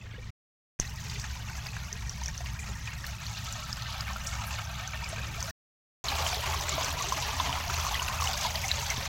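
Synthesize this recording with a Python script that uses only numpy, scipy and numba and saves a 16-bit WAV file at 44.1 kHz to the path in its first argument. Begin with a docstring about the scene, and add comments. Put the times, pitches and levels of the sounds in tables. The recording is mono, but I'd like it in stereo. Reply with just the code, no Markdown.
"""Water wells out of a field inlet and trickles over stones into a paddy.
Each trapped bubble is a damped oscillator, its air the spring and the water the mass: large ones gurgle,
small ones fizz, and splashes spray on top. Hollows between stones and banks colour the water.
A deep drone throbs far off, wind stirs the two ports of a hand-held microphone, and a finger and a stem
each knock it once. The sound comes in three stretches with silence between."""
import sys
import numpy as np
from scipy import signal
from scipy.fft import rfft, irfft
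from scipy.io import wavfile
from scipy.ndimage import uniform_filter1d, map_coordinates
from numba import njit

SR = 44100
rng = np.random.default_rng(int(sys.argv[2]) if len(sys.argv) > 2 else 0)


def transcribe(signal):
    """Save signal, clipped to [-1, 1], as a 16-bit WAV file at the path in sys.argv[1]."""
    frames = np.atleast_2d(signal).T
    limited = np.clip(frames, -1, 1)
    pcm = np.round(limited * 32767).astype(np.int16)
    wavfile.write(sys.argv[1], SR, pcm)


N = 400428

# Audible stretches (start [s], end [s])
STRETCHES = [(0, .3055), (.79, 5.511), (6.04, 9.08)]
# The water grows louder nearer the riffle (time [s], burble level [dB], fizz over burble [dB])
RIFFLE_LEVELS = [(.05, -50, -8.5), (0.281, -48, -6.5), (.85, -46, 1.5), (1.5, -44.5, 0.5), (2.1, -46, 0),
                 (3, -44.5, 0), (3.5, -42, 0), (4.4, -40, -1.5), (5.2, -42, -2.5), (5.46, -40.5, 1),
                 (6.1, -36.5, 2), (6.28, -35, 1), (6.68, -38.5, 2), (6.82, -36.5, 2), (7.1, -38, 1.5),
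                 (8.1, -37.5, 2), (8.6, -36, 1.5), (9.05, -37, 0.4)]
# The deepest bubbles (time [s], level [dB])
GLUG_LEVELS = [(.15, -55.5), (.9, -63), (3, -63.5), (3.5, -75.5), (4.8, -78), (5.2, -52), (5.45, -60.5),
               (6.1, -47), (7.1, -48.5), (8.5, -57), (9.05, -52)]
# Spectral envelope of water and microphone (frequency [Hz], relative gain [dB])
WATER_SPECTRUM = [(150, -38), (250, -13.5), (324, -24.5), (413, -16), (507, -21), (624, -12), (809, -10),
                  (995, -7.5), (1480, -7), (2280, -4.5), (5220, -7.5), (6210, -5), (8920, -17.5),
                  (11600, -18)]
# Arrival-time difference as the microphone turns (time [s], lag of the left port [ms])
PORT_LAG = [(0, 0.26), (.801, 0.12), (2.601, 0.211), (3.201, -0.262), (5.4, -0.282), (6.1, 0.137),
            (8.3, -0.13), (8.8, -0.5)]
# Resonances and dead spots at three places (frequency [Hz], bandwidth [Hz], gain [dB])
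INLET_HOLLOWS = [(890, 29, 4.5), (1664, 48, 4.5), (1755, 130, -13.5), (1840, 91, 6.5), (3300, 150, -3)]
STONE_HOLLOWS = [(1021, 62, -12.5), (1299, 90, 8), (1572, 50, 6.5), (1764, 87, -20), (3160, 210, -5),
                 (1800, 42, 12.5), (1930, 80, -17.5), (2094, 64.6, -18)]
STEM_HOLLOWS = [(1816, 560, -2)]
# Drone resonances (frequency [Hz], bandwidth [Hz], weight at the inlet [dB], weight among stems [dB])
DRONE_MODES = [(42.6, 13, -25, -12.5), (62.85, 10.2, -2, -3.5), (79.14, 5.5, -10.5, -1.5),
               (108, 8, -5.5, -10.5), (126, 19.8, -8, -7), (159.6, 23.5, -12.5, -17),
               (201, 31.4, -17.5, -17)]
# Finger impact (step level [dB], decay [s], left share [dB], port frequency [Hz], ring level [dB])
FINGER_IMPACT = (-11, .0042, -16, 6200, -7)
# The sharpest drops and the loudest bubbles (time [s], level [dB], frequency [Hz])
SHARP_DROPS = [(1.098, -21.5, 4670), (1.197, -26, 4900), (1.668, -22, 4800), (1.9283, -16.5, 6000),
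               (2.095, -21, 5670), (2.236, -27, 6060), (2.2595, -23.5, 5700), (2.2817, -25, 5920),
               (2.378, -28, 6100), (3.066, -26, 4250), (3.2657, -25, 4320), (3.5256, -20, 7200),
               (3.7287, -11.5, 5200), (3.821, -24.5, 4200), (4.0077, -15, 4970), (4.271, -14, 5600),
               (4.876, -16.5, 6040), (5.0425, -19.5, 4940), (5.405, -19, 5200), (5.4273, -11, 6000),
               (6.0847, -7.5, 4020), (6.3443, -16, 4070), (6.61, -15, 6020), (6.693, -7.5, 7055),
               (6.845, -23, 5900), (7.024, -17.5, 6570), (7.1232, -21, 6240), (7.2237, -18, 4730),
               (7.3984, -16, 3570), (7.7403, -17, 4070), (7.9434, -15.5, 3200), (7.996, -14, 2870),
               (8.0266, -17, 6400), (8.2095, -17, 6230), (8.2403, -17, 5470), (8.273, -11, 2920),
               (8.3325, -18, 4570), (8.3741, -25, 6180), (8.411, -16, 6620), (8.4308, -27, 6890),
               (8.556, -11.5, 4620), (8.682, -12.5, 6260), (8.715, -6, 3920), (8.9024, -11, 5850)]
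LOUD_BUBBLES = [(1.241, -24.5, 1740), (1.766, -23.5, 1600), (2.216, -31, 900), (2.286, -24, 1750),
                (2.406, -34, 686), (2.46, -16, 2680), (2.875, -29.5, 2420), (3.042, -25, 1700),
                (4.081, -19, 2120), (4.161, -18, 1330), (4.508, -23, 2550), (4.587, -22, 1310),
                (4.934, -19.5, 2230), (5.128, -28, 640), (6.265, -9.5, 3000), (6.543, -22, 1055),
                (6.683, -21, 2370), (6.779, -22.5, 630), (6.81, -23.5, 1110), (7.122, -16, 1010),
                (7.4, -15, 1004), (7.493, -23, 950), (7.528, -18.5, 2960), (7.555, -26, 1290),
                (7.698, -22, 1300), (7.865, -23.5, 1040), (7.911, -26, 836), (7.953, -18.5, 1920),
                (8.019, -22, 1000), (8.081, -17, 2590), (8.201, -22, 1200), (8.221, -18, 1090),
                (8.449, -17, 943), (8.642, -19, 2080), (8.906, -19.5, 2100)]
# The trickle thins: coarse fizz fades and drops tinkle by the right port
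# (centre [s], half length [s], fizz gain [dB], added left minus right of drops [dB])
TRICKLE_LULL = (2.5, .5, -3, -17)
# Bright splashes (time [s], level [dB], centre frequency [Hz], decay [s])
BRIGHT_SPLASHES = [(2.594, -40, 7100, 0.032), (3.066, -36, 12500, 0.0055), (4.266, -34.5, 6960, .025),
                   (4.468, -40, 11500, .02), (5.089, -37.5, 8260, 0.0096)]
# Stem impact (time [s], level [dB], frequency [Hz], left minus right [dB])
STEM_IMPACT = (8.9805, -19, 130, 0)

TO_STONES_S, AMONG_STEMS_S = (2.8, 3.6), STRETCHES[2][0]  # when the microphone changes place
FAR_BURBLE_DB, FAR_GURGLE_DB, FAR_SPRAY_DB = -48.5, -58, -62.5  # levels from afar
GURGLE_GROWTH, SPRAY_GROWTH = 1.81, 1.235  # dB per dB of burble and of fizz
AHEAD_PAN_DB, DROP_PAN_DB = -4, -11  # pan is left minus right
WATER_PAN_DB_PER_MS, PLOP_PAN_DB_PER_MS = -6, -11  # pan follows the port lag
FIZZ_BANDS_HZ, FIZZ_CYCLES = ((3000., 4900.), (4900., 8000.)), 42  # cycles to decay by 60 dB
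DRONE_DB, OPEN_FIELD_DB = -38, -3  # the drone is fainter in the first stretch
WIND_DB, WIND_HZ = -52.5, 32.1
TIME = np.arange(N) / SR
ANTIPHASE = np.array([[1], [-1]])


def undb(db):
    """Amplitude ratio of a level in decibels."""
    return 10 ** (np.asarray(db) / 20)


def level(x, db):
    """Normalisation to an RMS level."""
    return x * undb(db) / np.sqrt(np.mean(x ** 2))


def wander(rate_hz):
    """Slow random modulation: linear ramps between random values, with unit spread."""
    hold = int(SR / rate_hz)
    x = uniform_filter1d(np.repeat(rng.standard_normal(N // hold + 1), hold), hold)[:N]
    return x / x.std()


def resonate(x, hz, width_hz):
    """Second-order resonance with unit gain at its centre."""
    return signal.lfilter(*signal.iirpeak(hz, hz / width_hz, SR), x)


def ports(time_s, db, pan_db, lag_ms):
    """Time and level differences give direction: start sample and gain at each port."""
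    start = np.maximum(np.array([time_s + lag_ms / 1000, time_s]) * SR, 0)
    return start, undb(db + np.array([pan_db, -pan_db]) / 2)


@njit
def damped_sines(n, start, hz, t60, gain, glide, swell):
    """Free decay of bubbles: each swells over a share of its life and rises in pitch near the surface."""
    out = np.zeros((2, n))
    for k in range(len(hz)):
        steps = int(t60[k] * SR)
        omega = 2 * np.pi * hz[k] / SR
        chirp, onset_decay = np.exp(1j * omega * glide / steps), np.exp(-1 / (swell * steps))
        for port in range(2):
            first = int(start[port, k]) + 1
            pole, onset = np.exp(1j * omega - np.log(1000) / steps), 1.
            phasor = np.exp(1j * omega * (first - start[port, k])) * gain[port, k]
            for j in range(max(0, min(steps, n - first))):
                out[port, first + j] += phasor.imag * (1 - onset)
                phasor *= pole
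                pole *= chirp
                onset *= onset_decay
    return out


def splash_envelope(events, count, decay_s, scatter_db, event_weight):
    """Shot noise of mean 1: random splashes and the listed events each jump and decay exponentially."""
    when, size = rng.random((count, 2)).T
    hits = np.bincount((when * N).astype(int), undb(scatter_db * np.minimum(-np.log(1 - size), 3)), N)
    hits[(np.array(events)[:, 0] * SR).astype(int)] += event_weight
    envelope = uniform_filter1d(signal.lfilter([1], [1, -np.exp(-1 / (decay_s * SR))], hits), size=35)
    return envelope / envelope.mean()


def water_band(x, lo_hz, hi_hz):
    """Spectral shaping: one band of the water's spectral envelope."""
    f = np.maximum(np.fft.rfftfreq(N, 1 / SR), 1)
    hz, db = np.transpose(WATER_SPECTRUM)
    band = 1 / np.sqrt((1 + (lo_hz / f) ** 12) * (1 + (f / hi_hz) ** 12))
    return irfft(rfft(x) * undb(np.interp(np.log(f), np.log(hz), db)) * band, N)


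def bubbles(lag_ms, activity, lo_hz, hi_hz, count, cycles, scatter_db, hiss_db, spread_ms, diffuse):
    """Incoherent sum: ringing bubbles crowd into each splash, over the hiss of unresolved ones."""
    when, pitch, size, place, life = rng.random((count, 5)).T
    birth = np.minimum(np.searchsorted(np.cumsum(activity) / activity.sum(), when), N - 1)
    hz = lo_hz * 0.789 * (1.54 * hi_hz / lo_hz) ** pitch
    # small bubbles ring briefly, so equal energy per Hz needs a larger swing
    db = 20 * np.log10(hz) + scatter_db * np.minimum(-np.log(1 - size), 3.5)
    start, gain = ports(birth / SR, db, 10 * (place - .5), lag_ms[birth] + spread_ms * (place - .5))
    t60 = cycles * (.5 + life) / hz
    swarm = damped_sines(N, start, np.minimum(hz, .4 * SR), t60, gain, glide=.04, swell=.04)
    direct, left, right = rng.standard_normal((3, N))
    delayed = map_coordinates(direct, [np.arange(N) - lag_ms * SR / 1000], order=3)
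    hiss = activity * (np.array([delayed, direct]) + diffuse * np.array([left, right]))
    swarm, hiss = water_band(swarm, lo_hz, hi_hz), water_band(hiss, lo_hz, hi_hz)
    return level(level(swarm, 0) + level(hiss, hiss_db), 0)


def fizz_band(lag_ms, splash, lo_hz, hi_hz, spurt_db=1.3):
    """Amplitude modulation: droplets of one size come in short bursts and slower spurts of their own."""
    drops = [drop for drop in SHARP_DROPS if lo_hz <= drop[2] < hi_hz]
    spit = splash_envelope(drops, count=250, decay_s=.0082, scatter_db=2.5, event_weight=4)
    surge = (1 + .2 * splash + .35 * spit) * undb(spurt_db * wander(12))
    return bubbles(lag_ms, surge, lo_hz, hi_hz, count=3500, cycles=FIZZ_CYCLES,
                   scatter_db=2.1, hiss_db=1, spread_ms=.25, diffuse=1.5)


def trickle(lag_ms, coarse_gain):
    """Bubble resonance rises as size falls: glug, gurgle, burble, fizz and spray share the splashes."""
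    times, *columns = np.transpose(RIFFLE_LEVELS)
    burble_db, fizz_over_db = (np.interp(TIME, times, column) for column in columns)
    fizz_db = burble_db + fizz_over_db
    glug_db = np.interp(TIME, *np.transpose(GLUG_LEVELS))
    gurgle_db = FAR_GURGLE_DB + GURGLE_GROWTH * (burble_db - FAR_BURBLE_DB)
    spray_db = FAR_SPRAY_DB + SPRAY_GROWTH * (fizz_db - FAR_BURBLE_DB)
    side_db = ANTIPHASE * (AHEAD_PAN_DB + WATER_PAN_DB_PER_MS * lag_ms) / 2
    splash = splash_envelope(LOUD_BUBBLES, count=500, decay_s=.008, scatter_db=2, event_weight=2)
    spit = splash_envelope(SHARP_DROPS, count=500, decay_s=.0035, scatter_db=3, event_weight=3)
    glug = bubbles(lag_ms, 1 + .2 * splash, 300, 542.5, count=500, cycles=37.5,
                   scatter_db=4, hiss_db=-6, spread_ms=.36, diffuse=1)
    gurgle = bubbles(lag_ms, 1 + .4 * splash, 547.7, 1133.3, count=1300, cycles=52,
                     scatter_db=3, hiss_db=-1, spread_ms=.57, diffuse=.84)
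    burble = bubbles(lag_ms, 1 + .45 * splash, 1165, 3000, count=4000, cycles=60,
                     scatter_db=2.6, hiss_db=0, spread_ms=.5, diffuse=.8)
    coarse, fine = (fizz_band(lag_ms, splash, *band) for band in FIZZ_BANDS_HZ)
    fizz = (coarse * coarse_gain + fine) / np.sqrt(2)
    spray = bubbles(lag_ms, 1 + .13 * splash + .4 * spit, 10000, 16000, count=12000, cycles=FIZZ_CYCLES,
                    scatter_db=2, hiss_db=1, spread_ms=.11, diffuse=.82)
    return (glug * undb(glug_db)
            + gurgle * undb(gurgle_db + .15 * side_db)
            + burble * undb(burble_db + .71 * side_db)
            + fizz * undb(fizz_db + side_db)
            + spray * undb(spray_db + .6 * side_db))  # spray scatters, so it leans less to one side


def hollows(x, table):
    """Cavity resonance: hollows lift some frequencies and leave dead spots between."""
    for hz, width, db in table:
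        x = x + (undb(db) - 1) * resonate(x, hz, width)
    return x


def drone(throb_db=.68):
    """Random excitation of narrow, deep resonances that throb together, nearly alike at both ports."""
    out = 0
    for hz, width, inlet_db, stems_db in DRONE_MODES:
        mid, side = (level(resonate(resonate(noise, hz, width), hz, 2.35 * width), 0)
                     for noise in rng.standard_normal((2, N)))
        weight = undb(np.where(TIME > AMONG_STEMS_S, stems_db, inlet_db))
        out = out + weight * (mid + .16 * side * ANTIPHASE)
    return level(out * undb(throb_db * wander(13)), DRONE_DB + OPEN_FIELD_DB * (TIME < STRETCHES[0][1]))


def wind(gust_db=1.7):
    """Pressure fluctuations of the wind buffet the two ports, partly correlated."""
    mid, side = (resonate(resonate(noise, WIND_HZ, 30), WIND_HZ, 60)
                 for noise in rng.standard_normal((2, N)))
    return level((mid + .33 * side * ANTIPHASE) * undb(gust_db * wander(4.6)), WIND_DB)


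def finger_knock(at_s=.7987):
    """Step response: a finger lands by the right port, the pressure jumps and sags, the port rings."""
    step_db, sag_s, left_db, hz, ring_db = FINGER_IMPACT
    t = TIME - at_s
    step = -undb(step_db) * (t > 0) * (1.3 * np.exp(-np.abs(t) / sag_s) - .3 * np.exp(-np.abs(t) / .02))
    ring = undb(ring_db) * np.exp(-((t - .0015) / .0005) ** 2) * np.sin(2 * np.pi * hz * t)
    port_noise = resonate(resonate(rng.standard_normal((2, N)), hz, 1500), hz, 2500)
    rattle = (t > .002) * np.exp(-np.abs(t) / .01) * level(port_noise, -26)
    return np.array([undb(left_db) * (ring - step), step + ring]) + rattle


def ring_events(events, lag_ms, cycles, glide, swell):
    """Impulse excitation: one damped sine per (time [s], level [dB], frequency [Hz], pan [dB])."""
    time_s, db, hz, pan_db = np.transpose(events)
    start, gain = ports(time_s, db, pan_db, lag_ms[(time_s * SR).astype(int)])
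    return damped_sines(N, start, hz, cycles / hz, gain, glide, swell)


def drop_ticks(lag_ms, pan_db):
    """Drop impact excites a brief, high ring; the drops fall to the right."""
    events = [(s, db, hz, pan_db[int(s * SR)]) for s, db, hz in SHARP_DROPS]
    return ring_events(events, lag_ms, cycles=36, glide=.054, swell=.049)


def plops(lag_ms):
    """Volume oscillation of single loud bubbles, gliding upward as they near the surface."""
    events = [(s, db, hz, PLOP_PAN_DB_PER_MS * lag_ms[int(s * SR)]) for s, db, hz in LOUD_BUBBLES]
    return ring_events(events, lag_ms, cycles=40.2, glide=.21, swell=.015)


def bright_splashes():
    """Time-bandwidth reciprocity: the shorter a fading burst of spray, the wider its band."""
    out, noise = 0, rng.standard_normal((2, N))
    for s, db, hz, decay_s in BRIGHT_SPLASHES:
        band = resonate(resonate(noise, hz, (.00182 / decay_s + .13) * hz), hz, .5 * hz)
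        out = out + (TIME > s) * np.exp(-np.abs(TIME - s) / decay_s) * level(band, db)
    return out


def stem_bump(lag_ms):
    """Heavily damped vibration: a stem nudges the microphone with a low thud."""
    return ring_events([STEM_IMPACT], lag_ms, cycles=2.3, glide=0., swell=.017)


def scene():
    """Superposition of all sources at a microphone that moves from inlet to stones to stems."""
    lag_ms = np.interp(TIME, *np.transpose(PORT_LAG))
    centre_s, half_s, lull_db, lull_pan_db = TRICKLE_LULL
    lull = np.exp(-((TIME - centre_s) / half_s) ** 4)
    water = trickle(lag_ms, coarse_gain=undb(lull_db * lull))
    moved = np.interp(TIME, TO_STONES_S, (0, 1))
    near = (1 - moved) * hollows(water, INLET_HOLLOWS) + moved * hollows(water, STONE_HOLLOWS)
    water = np.where(TIME < AMONG_STEMS_S, near, hollows(water, STEM_HOLLOWS))
    drops = drop_ticks(lag_ms, DROP_PAN_DB + lull_pan_db * lull)
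    water = water + drops + plops(lag_ms) + bright_splashes()
    return water + drone() + wind() + finger_knock() + stem_bump(lag_ms)


def record(dry):
    """Gating and band limiting: three stretches, each ending in a brief fade, pass a steep low-pass."""
    fade_s, cutoff_hz = .004, 16100
    gate = sum((TIME >= start) * np.clip((end - TIME) / fade_s, 0, 1) for start, end in STRETCHES)
    return signal.sosfilt(signal.ellip(10, .2, 80, cutoff_hz, fs=SR, output="sos"), dry * gate)


dry = scene()
out = record(dry)
transcribe(out)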